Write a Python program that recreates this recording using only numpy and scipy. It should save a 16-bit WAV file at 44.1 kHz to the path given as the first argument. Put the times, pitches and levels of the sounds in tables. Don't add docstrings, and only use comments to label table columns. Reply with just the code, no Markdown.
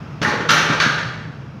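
import sys
import numpy as np
from scipy import signal
from scipy.fft import rfft, irfft
from scipy.io import wavfile

SR = 44100
rng = np.random.default_rng(int(sys.argv[2]) if len(sys.argv) > 2 else 0)


def store_wav(level_fs):
    pcm = np.round(np.clip(np.atleast_2d(level_fs), -1, 1) * 32767)
    wavfile.write(sys.argv[1], SR, pcm.T.astype(np.int16))


N = 70560
TIME = np.arange(N) / SR


def from_db(db):
    return 10 ** (np.asarray(db) / 20)


def rms_one(x):
    return x / np.sqrt(np.mean(x ** 2) + 1e-20)


def at_hz(points, hz):
    points = np.array(points)
    return np.interp(np.log(hz), np.log(points[:, 0]), points[:, 1])


def dying(t60):
    return np.exp(-np.log(1000) * TIME / t60)


def add(out, sound, start_s):
    start = int(start_s * SR)
    out[start:] += sound[:N - start]


def bandpass(sound, band_hz):
    return signal.sosfilt(signal.butter(2, band_hz, "band", fs=SR, output="sos"), sound)


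def noise_bands(colour, size=N):
    edges = 22 * 2 ** (np.arange(39) / 4)
    centres = np.sqrt(edges[1:] * edges[:-1])
    white = rng.standard_normal((3, size + SR))
    bands = []
    for k in range(len(centres)):
        band = bandpass(white[k % len(white)], edges[k:k + 2])
        bands.append(rms_one(band[SR:]))
    gains = from_db(at_hz(colour, centres)) * np.sqrt(np.diff(edges))
    gains /= np.linalg.norm(gains)
    return centres, np.array(bands) * gains[:, None]


CROSSOVERS_HZ = (915, 2480, 7800)
FAVOUR_DB, FAVOUR_OCTAVES = 7.5, .14


def strength(contact, hz):
    _, *ranges_db, favoured_hz = contact
    octaves_away = np.log2(hz / favoured_hz)
    db = ranges_db[0] + FAVOUR_DB * np.exp(-.5 * (octaves_away / FAVOUR_OCTAVES) ** 2)
    for step_db, edge_hz in zip(np.diff(ranges_db), CROSSOVERS_HZ):
        db = db + step_db / (1 + (edge_hz / hz) ** 8)
    return from_db(db)


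CRACK_PATCH_DB, CRACK_PATCH_WIDTH_HZ = 3.5, 120


def uneven(sound):
    spectrum = rfft(sound)
    place = np.fft.rfftfreq(N, 1 / SR) / CRACK_PATCH_WIDTH_HZ
    patch = rng.standard_normal(size=512)
    patch_db = CRACK_PATCH_DB * np.interp(place, np.arange(len(patch)), patch)
    return irfft(spectrum * from_db(patch_db), N)


# start_s, thud_db, clang_db, clash_db, sizzle_db, favoured_hz
CONTACTS = [(0.2161, -3.5, -11, -8.5, -33, 1430), (0.2275, -8.5, -10.5, -7, -10.5, 1670),
            (0.248, -7, -2, -33, -30, 1740), (0.2775, -5, -8.5, -14.5, -20, 4180),
            (0.316, -2, -11, -15.5, -36, 1730), (0.405, -12, -11, -19.5, -41, 1500),
            (0.488, -28, -26, -7, -23, 3170), (0.4908, -8, 1.5, 2, -12.5, 1370),
            (0.505, -6.5, -1, 2.5, -1.5, 13000), (0.533, -1, -1, -6, -5.5, 1890),
            (0.578, -4.5, -1, -4.5, -13, 820), (0.688, -25, -5, -16, -26, 1290),
            (0.701, -3, -11.5, -12, -28, 1680), (0.727, -6.5, -13, -10, -20, 1420),
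            (0.8005, -17, 1, 0, -23, 1460), (0.818, -5, -6, -5, -11.5, 1670),
            (0.858, -11, -6, -19, -32, 1500), (0.985, -15.5, -13.5, -14.5, -34, 1750)]
# pitch_hz, level_db (per Hz)
BLOW_COLOUR = [(60, -26), (130, 1), (220, -1), (400, -3), (600, -4), (730, -13.5), (870, -0.5),
               (1050, -2.5), (1300, -1.5), (1650, -2), (2100, -4.5), (3000, -7), (4200, -12), (5000, -12.5),
               (6100, -11.5), (7000, -56), (8500, -35), (10500, -28), (11800, -55), (14000, -38),
               (16000, -52)]
# pitch_hz, t60_s
HALL_T60 = [(150, 0.71), (500, 1.45), (1500, 0.98), (4000, 0.98), (6500, 0.78), (12000, 0.33)]
CRACK_DB, CRACK_T60_S, CONTACT_RISE_S = -12.5, 0.065, 0.00027
HALL_DB, HALL_BUILD_S = -19, 0.0081


def clatter():
    hz, bands = noise_bands(BLOW_COLOUR, size=2 * N)
    tails = np.array([dying(t60) for t60 in at_hz(HALL_T60, hz)])
    tails *= 1 - np.exp(-TIME / HALL_BUILD_S)
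    rise = 1 - np.exp(-(TIME / (CONTACT_RISE_S + .5 / hz[:, None])) ** 2)
    envelopes = rise * (from_db(CRACK_DB) * dying(CRACK_T60_S) + from_db(HALL_DB) * tails)
    out = np.zeros(N)
    for k, contact in enumerate(CONTACTS):
        first = N - k * N // len(CONTACTS)
        own_noise = bands[:, first:first + N]
        blow = strength(contact, hz) @ (own_noise * envelopes)
        add(out, uneven(blow), contact[0])
    return out


def ring(clicks, hz, t60):
    r, w = np.exp(-np.log(1000) / (t60 * SR)), 2 * np.pi * hz / SR
    return signal.lfilter([0, np.sin(w)], [1, -2 * r * np.cos(w), r * r], clicks + 1e-18)


PATCH_DB, PATCH_WIDTH_HZ = 3.5, 260
MODE_SPREAD_DB = 2


def struck(modes):
    out, starts, pitches = np.zeros(N), np.array(CONTACTS)[:, 0], np.array(modes)[:, 0]
    patches = rng.standard_normal((len(CONTACTS), 128))
    drive = []
    for contact, patch in zip(CONTACTS, patches):
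        patch_db = PATCH_DB * np.interp(pitches / PATCH_WIDTH_HZ, np.arange(len(patch)), patch)
        drive.append(strength(contact, pitches) * from_db(patch_db))
    for (hz, db, t60), gains in zip(modes, np.array(drive).T):
        clicks = np.zeros(N)
        at = ((starts + rng.random(len(starts)) / hz) * SR).astype(int)
        clicks[at] = gains * from_db(db + MODE_SPREAD_DB * rng.standard_normal(len(at)))
        out += ring(clicks, hz, t60) - ring(clicks, hz, np.log(1000) * CONTACT_RISE_S)
    return out


# pitch_hz, level_db, t60_s
BAR_MODES = [(582, -4.5, 1.3), (846, -2, 1.1), (1109.5, 2, .6), (1188.6, -.5, .95), (1259, -3, .75),
             (1325.5, -1, .7), (1383, -3, .65), (1419, -2, .65), (1576, -4, .85), (1599.5, -2, .75),
             (1670, -6.5, .9), (1769.5, -2, .85), (1839, 0, .65), (1964, 1, .7)]


def bar():
    return from_db(-30) * struck(BAR_MODES)


# pitch_hz, level_db, t60_s
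PLATE_MODES = [(2266.5, -4, .75), (2351, -4, .65), (2402, -6, .9), (2457, -5, 1.0), (3020, -8, .75),
               (3262, -8, .9), (4000, -11, .6), (4102, -10, .65), (4317, -10, .7), (5443, -16, .7),
               (5712, -15, .7), (6164, -17, .7), (7515, -28, .9)]


def plates():
    return from_db(-28.5) * struck(PLATE_MODES)


# pitch_hz, level_db
SHIMMER = [(2500, -3), (4300, 2), (5000, -15), (6100, 3), (7000, -31), (8600, -32), (9500, -14),
           (9950, -21), (10500, -11.5), (11900, -30), (12500, -15), (13100, -23), (14000, -20),
           (15700, -28)]
# pitch_hz, t60_s
SHIMMER_T60 = [(2500, 0.86), (6500, 0.55), (10000, 0.59), (15000, 0.47)]
SHIMMER_DB = -23.5


def shimmer(count=420):
    hz = np.linspace(SHIMMER[0][0], SHIMMER[-1][0], count)
    hz = hz * (1 + 0.0056 * rng.standard_normal(count))
    db = at_hz(SHIMMER, hz)
    db -= 20 * np.log10(np.linalg.norm(from_db(db)))
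    modes = list(zip(hz, db, at_hz(SHIMMER_T60, hz)))
    return from_db(SHIMMER_DB) * struck(modes)


# start_s, level_db
KNOCKS = [(0.2144, -15.5), (0.272, -14.5), (0.403, -18.5), (0.503, -15.5), (0.699, -12), (0.862, -13.5)]
# pitch_hz, level_db, t60_s
FRAME_MODES = [(163.5, -4, 0.092), (224.8, -3.5, .09), (290.6, -4, 0.048)]
# lowest_hz, highest_hz
FRAME_BAND_HZ = (104, 360)


def frame():
    clicks = np.zeros(N)
    for start_s, db in KNOCKS:
        clicks[int(start_s * SR)] = from_db(db)
    push = bandpass(clicks + 1e-18, FRAME_BAND_HZ)
    return sum(from_db(db) * ring(push, hz, t60) for hz, db, t60 in FRAME_MODES)


# time_s, level_db
HUM_LEVEL = [(0, -44.5), (.4, -32.5), (.7, -26), (1.0, -29.5), (1.3, -34), (1.6, -59)]
HUM_HZ, HUM_WAVER_DB = 159.9, -2


def hum():
    waver = rms_one(signal.resample(rng.standard_normal(size=12), N))
    level_db = np.interp(TIME, *np.transpose(HUM_LEVEL)) + HUM_WAVER_DB * waver
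    return from_db(level_db) * np.sin(2 * np.pi * HUM_HZ * TIME)


# pitch_hz, level_db (per Hz)
AIR_COLOUR = [(25, -23), (50, -24), (75, -9.5), (105, -4), (140, 3), (175, -6), (230, -10), (400, -19.5),
              (700, -22), (1300, -20), (2000, -31), (2500, -28), (4000, -42), (5600, -36.5), (8000, -69),
              (11000, -61), (16000, -66)]
AIR_DB, HISS_ABOVE_HZ = -32, 700
RUMBLE_FADE_DB_PER_S, HISS_FADE_DB_PER_S = 0.5, 3


def air():
    hz, bands = noise_bands(AIR_COLOUR)
    high = hz > HISS_ABOVE_HZ
    rumble = bands[~high].sum(axis=0) * from_db(-RUMBLE_FADE_DB_PER_S * TIME)
    hiss = bands[high].sum(axis=0) * from_db(-HISS_FADE_DB_PER_S * TIME)
    return from_db(AIR_DB) * (rumble + hiss)


def scene():
    ringing = bar() + plates() + shimmer()
    background = air() + hum()
    return (background + clatter() + ringing + frame())[None]


CUTOFF_HZ, FADE_IN_S = 15700, .004


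def record(dry):
    rounded = 1.3 * np.tanh(dry / 1.3)
    faded = rounded * np.minimum(TIME / FADE_IN_S, 1)
    return signal.sosfilt(signal.ellip(12, .1, 90, CUTOFF_HZ, fs=SR, output="sos"), faded)


dry = scene()
out = record(dry)
store_wav(out)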